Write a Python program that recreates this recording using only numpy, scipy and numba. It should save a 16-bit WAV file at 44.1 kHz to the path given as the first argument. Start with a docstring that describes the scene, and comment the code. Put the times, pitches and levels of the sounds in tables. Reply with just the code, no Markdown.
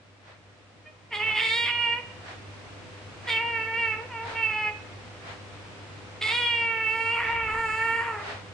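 """Mains hum and soft room noise in a small bedroom come first, with a faint scuff once a second.
Two cats face off on the bed: one gives a tiny chirp, three short yowls and a long one, heard in stereo.
Pulses of the vocal folds ring through moving throat and mouth resonances; strain breaks them into a rasp.
Hum is a set of wavering sines; room noise, huffs and scuffs are coloured noise.
Short echoes, standing waves and a reverberant tail place the cat in the room."""
import sys
import numpy as np
from scipy import signal
from scipy.fft import rfft, irfft, next_fast_len
from scipy.io import wavfile
from scipy.ndimage import uniform_filter1d
from numba import njit

SR = 44100
rng = np.random.default_rng(int(sys.argv[2]) if len(sys.argv) > 2 else 0)


def generate_wav(signal):
    """Clip the signal to [-1, 1] and save it as 16-bit WAV at the path in sys.argv[1]."""
    frames = np.transpose(np.atleast_2d(signal))
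    scaled = np.clip(frames, -1, 1) * 32767
    pcm = np.round(scaled).astype(np.int16)
    wavfile.write(sys.argv[1], SR, pcm)


N = 376557
TIME = np.arange(N) / SR

# Mains hum. Each row: frequency in Hz, peak level in dB before the background swell.
HUM = [(100, -46), (300, -62.5), (400, -66.5), (500, -56), (600, -61.5), (700, -63)]
# Colour of the room noise. Each row: frequency in Hz, relative level in dB.
ROOM_NOISE_COLOUR = [(15, -39.5), (25, -22), (66, -13), (100, -7.5), (135, -10), (400, -12.5), (640, -14.5),
                     (2400, -18.5), (5500, -29), (8750, -37.5), (11000, -52), (14000, -80)]
ROOM_NOISE_DB = -44.5   # before the background swell
# The background swells with the first yowl. Each row: time in seconds, gain in dB.
BACKGROUND_SWELL = [(0, -11.5), (1.08, -10), (1.2, -3.5), (2.1, -2), (3.3, -1), (8.5, -1)]
# Likeness of the noise in the two channels. Each row: frequency in Hz, likeness (held within 0-1 when used).
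CHANNEL_LIKENESS = [(60, 1), (170, 0.39), (480, 0.53), (1370, 0.26), (3870, -1.3), (11000, 0.88)]

# Colour of huffs and scuffs. Each row: frequency in Hz, relative level in dB.
RUSTLE_COLOUR = [(300, -12.5), (700, 2.5), (950, 0.5), (1400, -0.5), (1900, 0.5), (2700, -5.5), (4300, -11),
                 (6000, -20), (9000, -28.5), (11000, -50)]
# The cat huffs. Each row: centre in seconds, bell spread in seconds, level in dB.
HUFFS = [(4.322, 0.05, -45), (8.283, 0.094, -43)]
# A soft scuff once a second, probably from a clock; its level is before the background swell.
SCUFF_FIRST_S, SCUFF_SPREAD_S, SCUFF_DB = 0.3, 0.042, -39.5

# Near surfaces around the bed. Each row: delay to the left channel in ms, to the right in ms, level in dB.
ECHOES = [(0.31, 0.28, -17), (0.97, 1.07, -29.5), (1.93, 1.956, -16.5), (5.35, 4.9, -19), (6.1, 6.07, -14),
          (11.71, 11, -10.5)]
# Standing waves make each harmonic swell and sink as it glides through them.
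# Each row: frequency in Hz, nominal width in Hz, left gain in dB, right gain in dB.
STANDING_WAVES = [(437.2, 7.1, -14.5, -8.5), (457.8, 14, 5.5, -2), (475.3, 11.5, -9, -11.5),
                  (878, 7.9, -2, -10.5), (954, 35, 1, 1.5), (1405, 10, -3, -7.5), (1580, 130, -9, -9.5),
                  (2060, 77, -1, -2), (2520, 19, -4.5, -3.5), (2624, 260, -4, 2.5), (2877, 41, 3.5, 10),
                  (3337, 31, 8, 1)]

# The calls, a chirp first. Each row: start in seconds, end in seconds, attack in seconds, release in
# seconds, fundamental in dB, dark throat tone in dB, throat resonance in Hz, roughness at the start 0-1.
CALLS = [(0.851, 0.915, 0.014, 0.038, -57.5, -52, 893.6, 0),
         (1.105, 2.013, 0.031, 0.043, -44.5, -38, 980, 0.77),
         (3.266, 4.07, 0.022, 0.088, -44, -37.3, 986, .7), (4.079, 4.726, 0.065, 0.049, -47, -37, 820, 0),
         (6.209, 8.287, 0.011, 0.2, -43.5, -37.5, 1072, 0.73)]
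CHIRP_HZ, CHIRP_DB = 616.4, -48.5
# Pitch of the three short yowls, one list each, then of the long one. Each row: time in seconds, pitch in Hz.
SHORT_PITCH = [
    [(1.115, 466), (1.15, 412), (1.21, 419.4), (1.23, 441.3), (1.288, 440.3), (1.314, 430.2), (1.378, 431),
     (1.424, 453), (1.494, 445.5), (1.58, 472.2), (1.642, 471.7), (1.68, 483), (1.72, 474.8), (1.82, 475.1),
     (1.89, 466.8), (1.96, 476.7), (1.99, 493)],
    [(3.28, 488.5), (3.3, 457.3), (3.384, 444.3), (3.41, 466.3), (3.484, 468.7), (3.612, 443.7),
     (3.744, 452.4), (3.796, 467.2), (3.95, 429), (4.0, 452.6)],
    [(4.09, 521.7), (4.14, 463.6), (4.19, 445.8), (4.27, 466.7), (4.34, 446), (4.38, 454), (4.52, 432),
     (4.664, 425), (4.68, 421.2)],
]
LONG_PITCH = [(6.232, 433), (6.301, 436.6), (6.32, 463.4), (6.376, 484.9), (6.519, 471.1), (6.88, 439.9),
              (6.954, 450.5), (7.071, 452.6), (7.141, 468.7), (7.181, 454.4), (7.213, 479.4),
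              (7.269, 451.6), (7.321, 467.7), (7.499, 433.9), (7.598, 457), (7.699, 433.1), (7.85, 456),
              (7.89, 453.3), (8.015, 467.3), (8.091, 462.6), (8.15, 416), (8.261, 406)]
# Their effort, as the level of the bright mouth tone. Each row: time in seconds, level in dB.
SHORT_EFFORT = [
    [(1.13, -29.5), (1.19, -36), (1.202, -28), (1.31, -25.5), (1.342, -30), (1.37, -24.5), (1.688, -25.5),
     (1.748, -29.5), (1.82, -25), (1.936, -26), (1.96, -33)],
    [(3.29, -26), (3.378, -24.5), (3.426, -31), (3.618, -28.5), (3.682, -33.5), (3.824, -23.5),
     (3.934, -31), (3.98, -41.5)],
    [(4.13, -41), (4.214, -37.5), (4.25, -56), (4.346, -52), (4.358, -32.5), (4.438, -24.5), (4.476, -30),
     (4.68, -27)],
]
LONG_EFFORT = [(6.23, -26.5), (6.63, -24.5), (6.69, -26.5), (6.72, -28), (6.81, -29), (6.888, -27),
               (6.948, -28), (7.112, -26.5), (7.3, -28), (7.55, -31.5), (7.8, -27.5), (8.01, -26.5),
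               (8.07, -34), (8.13, -37), (8.22, -30)]

# The jaw opens wide. Each row: widest at in seconds, opening spread and closing spread in seconds, width 0-1.
GAPES = [(1.16, 0.021, 0.03, 0.85), (1.53, 0.15, 0.13, 0.89), (3.296, 0.024, 0.049, 0.81),
         (6.269, 0.13, 0.17, 0.94)]
# The lips narrow through the end of the long yowl. Each row: time in seconds, narrowing 0-1.
LIP_NARROWING = [(6.55, 0.01), (7.2, 0.33), (7.55, 0.55), (8.0, 0.48), (8.25, 0.6)]
# The second resonance follows the mouth shape and sinks as the long yowl closes.
# Each row: time in seconds, resonance in Hz.
MOUTH_RESONANCE = [(1.11, 2030), (1.2, 2230), (1.58, 2185), (1.8, 2300), (1.95, 2276), (3.27, 1968),
                   (3.32, 2310), (3.68, 2010), (3.82, 2249), (3.98, 2026), (4.2, 2184), (4.43, 2450),
                   (4.68, 2263), (6.21, 2086), (6.35, 2335), (6.68, 2312), (6.8, 2030), (6.89, 2382),
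                   (7.0, 2360), (7.15, 2560), (7.22, 2000), (7.43, 2270), (7.6, 1748), (7.93, 1923),
                   (8.03, 1680), (8.12, 1412), (8.22, 2100)]
# Upper resonances of the mouth, a thin sheen on the voice. Each row: centre in Hz, width in Hz,
# level in dB against the tone, dB added by a full gape, dB added by fully narrowed lips.
SHEEN_BANDS = [(4537, 1050, -31, 15.5, -2), (7230, 800, -46.5, 21, 25), (8550, 720, -43, 18.5, 17.5)]
# The sheen swells and sinks. Each row: centre in seconds, bell spread in seconds, change in dB.
SHEEN_SWELLS = [(1.288, 0.036, -9), (4.55, 0.061, 0), (6.769, 0.071, -6), (7.017, 0.1, 5.5),
                (7.36, .06, -20), (7.72, .11, 5.5)]

# The strained voice breaks into a rasp. Each row: centre in seconds, bell spread in seconds, added roughness.
RASPS = [(1.257, 0.055, 0.25), (1.387, 0.018, 0.67), (1.446, 0.042, 0.44), (1.681, 0.0203, 0.61),
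         (1.679, 0.1, 0.07), (4.301, 0.035, 1.04), (4.506, 0.025, 0.2), (6.291, 0.024, 0.31),
         (7.144, 0.028, 0.21), (7.228, 0.035, .9), (7.362, 0.05, 0.32), (7.517, 0.054, 0.3),
         (7.86, 0.12, 0.14), (8.042, 0.042, 0.59), (8.2, .06, 0.77)]
# The folds slip into alternate strong and weak cycles.
# Each row: centre in seconds, length (twice the bell spread) in seconds, depth 0-1.
CYCLE_DOUBLING = [(1.44, 0.054, 0.14), (1.684, 0.034, 0.83), (1.75, 0.076, .11), (7.245, 0.026, 0.28),
                  (8.033, 0.058, 0.15)]

# Roughness 0-1: the folds catch as each call starts and falter as it stops.
CALM_ROUGH, START_ROUGH_S, STOP_ROUGH, STOP_ROUGH_S = 0.013, 0.06, 0.827, 0.0277
# At full roughness the pulses vary in size, from cycle to cycle and in a slower rattle.
SHIMMER, GROWL = 0.4, 0.36
BREAK_DB = -5   # the low tones weaken when the voice breaks fully

# Resonance widths at rest; a wide jaw sharpens the second, narrow lips and strain damp the third.
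THROAT_WIDTH_HZ, SECOND_WIDTH_HZ, THIRD_WIDTH_HZ = 440, 570, 325
GAPE_SHARPENS, LIPS_DAMP, STRAIN_DAMPS = 1, 0.43, 1.1
THIRD_HZ, THIRD_GAPE_HZ = 2727, 1100
# The larynx lifts with the pitch and takes the third resonance along, as far as it can reach (Hz of pitch).
USUAL_PITCH_HZ, THIRD_FOLLOWS_PITCH, THIRD_REACH_HZ = 446, 2.4, 25
# A wide jaw hollows the band below the second resonance and radiates more treble.
GAPE_HOLLOW_HZ, GAPE_HOLLOW_DB = (1566, 1880), -19
GAPE_TREBLE_HZ, GAPE_TREBLE_DB = 3350, 13.5
# The throat tone gives way as the jaw opens, gains behind narrow lips and follows a share of the effort,
# but only down to SLACK_DB below the usual effort.
THROAT_GAPE_DB, THROAT_NARROWING_DB, THROAT_FOLLOWS = -2.5, 13.5, 0.22
USUAL_EFFORT_DB, SLACK_DB = -31.5, -17
# The fundamental gains behind narrow lips and stops only with the call's very end.
FUNDAMENTAL_NARROWING_DB, FUNDAMENTAL_RELEASE_S = 3.5, 0.019


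def from_db(db):
    """Decibels to gain."""
    return 10 ** (np.asarray(db) / 20)


def rms_one(x):
    """Scale to unit power."""
    return x / np.sqrt(np.mean(x ** 2) + 1e-20)


def in_time(rows):
    """Each column of a curve at every sample."""
    s, *columns = np.transpose(rows)
    return [np.interp(TIME, s, column) for column in columns]


def at_hz(points, hz):
    """Read a spectrum on a log-frequency axis."""
    points = np.array(points)
    return np.interp(np.log(hz + 1), np.log(points[:, 0]), points[:, 1])


def swell(s, spread):
    """A bell-shaped rise and fall; the spread is its standard deviation in seconds."""
    return np.exp(-0.5 * ((TIME - s) / spread) ** 2)


def cut(x, hz, kind, order=2):
    """Butterworth filter."""
    return signal.sosfilt(signal.butter(order, hz, kind, fs=SR, output="sos"), x)


def lows(x, hz, order):
    """The part below a frequency, filtered forth and back so that it stays in phase with the rest."""
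    forth = cut(x, hz, "low", order=order)
    return cut(forth[::-1], hz, "low", order=order)[::-1]


def bell(x, hz, width, db):
    """Lift or sink a narrow band."""
    band = signal.lfilter(*signal.iirpeak(hz, hz / width * from_db(db / 2), fs=SR), x)
    return x + (from_db(db) - 1) * band


def wander(hz):
    """Random motion up to about the given rate; spread 1."""
    return rms_one(cut(rng.standard_normal(N + SR), hz, "low")[SR:])


def even(x):
    """Hold the short-term power near 1."""
    power = uniform_filter1d(uniform_filter1d(x * x, size=500), size=500)
    return x / np.sqrt(np.abs(power) + 1e-14)


def stereo_noise(spectrum):
    """Coloured noise whose likeness between left and right depends on frequency."""
    size = next_fast_len(N, True)
    hz = np.fft.rfftfreq(size, 1 / SR)
    mid, side = rfft(rng.standard_normal((2, size)))
    alike = np.clip(at_hz(CHANNEL_LIKENESS, hz), 0, 1)
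    both = np.sqrt(1 + alike) * mid + np.sqrt(1 - alike) * side * [[1], [-1]]
    return rms_one(irfft(both * from_db(at_hz(spectrum, hz)), size)[:, :N])


def background(hum_waver_db=2.5, rumble_db=-44, rumble_noise=0.72):
    """Wavering mains hum, room noise, and one passing low rumble."""
    hum = 0
    for hz, db in HUM:
        level = from_db(db + hum_waver_db * wander(hz=8.7))
        hum = hum + level * np.sin(2 * np.pi * (hz * TIME + rng.random()))
    room_noise = from_db(ROOM_NOISE_DB) * stereo_noise(ROOM_NOISE_COLOUR)
    drone = np.sin(2 * np.pi * np.cumsum(73 + 3 * wander(hz=11)) / SR)
    rumble = from_db(rumble_db) * swell(7.5, 0.18) * (drone + rumble_noise * wander(hz=132))
    level_db, = in_time(BACKGROUND_SWELL)
    return from_db(level_db) * (hum + room_noise) + rumble


def rustles():
    """Noise bursts: the cat's huffs, and the scuff that recurs every second in the background."""
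    level_db, = in_time(BACKGROUND_SWELL)
    scuff_times = np.arange(SCUFF_FIRST_S, N / SR)   # one second apart
    scuffs = from_db(SCUFF_DB + level_db) * sum(swell(s, SCUFF_SPREAD_S) for s in scuff_times)
    huffs = sum(from_db(db) * swell(s, spread) for s, spread, db in HUFFS)
    return stereo_noise(RUSTLE_COLOUR) * (scuffs + huffs)


def bedroom(x, t60=0.6, tail_db=-6.5, dull_hz=4500, alike_hz=1300, right_lag_ms=0.022):
    """Echoes off the near furniture, standing waves, and a short tail soaked up by the bedding."""
    x = np.array([x[0], np.interp(TIME - right_lag_ms / 1000, TIME, x[1])])
    out = x.copy()
    for left_ms, right_ms, db in ECHOES:
        for side, ms in enumerate((left_ms, right_ms)):
            out[side] += from_db(db) * np.interp(TIME - ms / 1000, TIME, x[side], left=0)
    t = TIME[:SR // 2]
    tail = cut(rng.standard_normal((2, len(t))), dull_hz, "low", order=1)
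    tail = cut(tail, alike_hz, "high", order=1)
    tail += cut(rng.standard_normal(len(t)), alike_hz, "low")   # long waves reach both channels alike
    tail = tail * from_db(-60 * t / t60) * (t > 0.006)
    tail = tail / np.sqrt(np.sum(tail ** 2, axis=1, keepdims=True) * SR / (2 * dull_hz))
    out += from_db(tail_db) * signal.fftconvolve(x, tail, axes=1)[:, :N]
    for hz, width, *channels_db in STANDING_WAVES:
        out = np.array([bell(channel, hz, width, db) for channel, db in zip(out, channels_db)])
    return out


def through_calls(chirp_value, short_curves, long_curve):
    """One control through the chirp and all the yowls."""
    chirp = [(s, chirp_value) for s in CALLS[0][:2]]
    shorts = [row for curve in short_curves for row in curve]
    return in_time(chirp + shorts + list(long_curve))[0]


def phrasing():
    """Each call rises, holds and fades, with its own levels, throat resonance and roughness at the ends."""
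    rise, fade, linger, rough = np.zeros((4, N))
    held = []
    for start, end, attack, release, low_db, dark_db, throat_hz, catch in CALLS:
        on = (TIME > start) & (TIME < end)
        since, left = TIME[on] - start, end - TIME[on]
        rise[on] = np.minimum(since / attack, 1)
        fade[on] = np.minimum(left / release, 1)
        linger[on] = np.minimum(left / FUNDAMENTAL_RELEASE_S, 1)
        falter = STOP_ROUGH * min(end - start, 1)   # a brief chirp stays clear
        rough[on] = catch * np.exp(-since / START_ROUGH_S) + falter * np.exp(-left / STOP_ROUGH_S)
        held += [(s, low_db, dark_db, throat_hz) for s in (start, end)]
    rough += CALM_ROUGH + sum(depth * swell(s, spread) for s, spread, depth in RASPS)
    fundamental_db, throat_db, throat = in_time(held)
    return rise, fade, linger, fundamental_db, throat_db, throat, np.clip(rough, 0, 1)


def jaw():
    """How wide the mouth stands: each gape opens and closes at its own pace."""
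    return sum(width * swell(s, np.where(TIME < s, opening, closing))
               for s, opening, closing, width in GAPES)


@njit
def resonate(x, hz, width):
    """A moving resonance that passes the bass and falls away above its peak."""
    y = np.zeros(len(x))
    for i in range(2, len(x)):
        r = np.exp(-np.pi * width[i] / SR)
        a = 2 * r * np.cos(2 * np.pi * hz[i] / SR)
        y[i] = (1 - a + r * r) * x[i] + a * y[i - 1] - r * r * y[i - 2]
    return y


def folds(pitch, rough, tremor=0.00326, quaver=0.0189, jitter=0.02431, growl_hz=(110, 170), flutter_db=4.5,
          rasp=0.89, hiss=0.47, strain_hiss=1.8, rasp_hz=(1650, 4400), hiss_hz=6500, smear=0.15):
    """Vocal folds: overtone pulses and fundamental; strain unsettles timing and size and lets air through."""
    unsteady = rough * (quaver * wander(hz=53.8) + jitter * wander(hz=182.0))
    pitch = pitch * (1 + tremor * wander(hz=34.0) + unsteady)
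    phase = 2 * np.pi * np.cumsum(pitch) / SR
    pulses = 0
    for k in range(2, 23):
        partial = np.cos(k * phase - smear * k * k)   # each pulse spreads over part of its cycle
        if k < 9:   # each strong partial wavers on its own
            partial = partial * from_db(flutter_db * np.sqrt(rough) * wander(hz=31.5))
        pulses = pulses + partial
    pulses = rms_one(pulses)
    doubling = sum(depth * swell(s, length / 2) for s, length, depth in CYCLE_DOUBLING)
    rattle = rms_one(cut(rng.standard_normal(N), growl_hz, "band"))   # a slower, uneven vibration
    size = 1 + doubling * np.cos(phase / 2) + rough * (SHIMMER * wander(hz=220) + GROWL * rattle)
    air = rng.standard_normal(N) * (1 + np.cos(phase))   # one puff per opening
    # turbulence roughens the upper partials and leaves the low ones clear
    rasping = rasp * rough * cut(air, rasp_hz, "band", order=2)
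    hissing = (hiss + strain_hiss * rough) * cut(air, hiss_hz, "high", order=4)
    return size * (pulses + rasping + hissing), rms_one(np.cos(phase))


def sheen_on_top(source, tone_db, gape, narrowing):
    """Thin upper mouth resonances, lifted or lowered by jaw and lips."""
    sheen = 0
    for hz, width, db, gape_db, lips_db in SHEEN_BANDS:
        band = even(cut(source, [hz - width / 2, hz + width / 2], "band"))
        sheen = sheen + from_db(db + gape_db * gape + lips_db * narrowing) * band
    swells_db = sum(db * swell(s, spread) for s, spread, db in SHEEN_SWELLS)
    return from_db(tone_db + swells_db) * sheen


def yowl(bass_cut_hz=600, split_hz=1600, flutter_db=0.7, throat_waver_db=1.7):
    """The pulses ring in throat and mouth over a plain fundamental, with a thin sheen on top."""
    pitch = through_calls(CHIRP_HZ, SHORT_PITCH, LONG_PITCH)
    effort_db = through_calls(CHIRP_DB, SHORT_EFFORT, LONG_EFFORT)
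    rise, fade, linger, fundamental_db, throat_db, throat, rough = phrasing()
    gape = jaw()
    narrowing, = in_time(LIP_NARROWING)
    second, = in_time(MOUTH_RESONANCE)
    larynx_lift = np.minimum(pitch - USUAL_PITCH_HZ, THIRD_REACH_HZ)
    third = THIRD_HZ + THIRD_GAPE_HZ * gape + THIRD_FOLLOWS_PITCH * larynx_lift
    throat_width = np.full(N, float(THROAT_WIDTH_HZ))
    second_width = SECOND_WIDTH_HZ / (1 + GAPE_SHARPENS * gape)
    third_width = THIRD_WIDTH_HZ * (1 + LIPS_DAMP * narrowing + STRAIN_DAMPS * rough)

    source, fundamental = folds(pitch, rough)
    voice = cut(source, bass_cut_hz, "high", order=2)
    for hz, width in ((throat, throat_width), (second, second_width), (third, third_width)):
        voice = resonate(voice, hz, width)
    hollow = cut(voice, GAPE_HOLLOW_HZ, "band", order=1)
    voice = voice + (from_db(GAPE_HOLLOW_DB * np.sqrt(gape)) - 1) * hollow
    treble = voice - lows(voice, GAPE_TREBLE_HZ, order=4)
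    voice = voice + (from_db(GAPE_TREBLE_DB * gape) - 1) * treble
    low = lows(voice, split_hz, order=10)

    push_db = np.maximum(effort_db - USUAL_EFFORT_DB, SLACK_DB)
    break_db = BREAK_DB * rough ** 2
    dark_db = throat_db + THROAT_GAPE_DB * gape + THROAT_NARROWING_DB * narrowing + THROAT_FOLLOWS * push_db
    moan_db = fundamental_db + FUNDAMENTAL_NARROWING_DB * narrowing + break_db * fade
    moan = linger * from_db(moan_db) * fundamental   # dies last
    dark = from_db(dark_db + break_db + throat_waver_db * wander(hz=11)) * even(low)
    bright = from_db(effort_db + flutter_db * wander(hz=30.5)) * even(voice - low)
    bright = np.sqrt(fade) * bright   # dies first
    sheen = sheen_on_top(source, np.maximum(effort_db, dark_db), gape, narrowing)
    # left and right gains in dB
    overtones = dark * from_db([[-0.5], [-0.3]]) + bright * from_db([[-1.3], [0.5]]) + sheen
    return rise * (moan + fade * overtones)


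def scene():
    """The cat in its room, over the background."""
    return background() + rustles() + bedroom(yowl())


def record(dry, cutoff_hz=11200):
    """The top is cut steeply."""
    return signal.sosfilt(signal.ellip(10, 0.2, 80, cutoff_hz, fs=SR, output="sos"), dry)


dry = scene()
out = record(dry)
generate_wav(out)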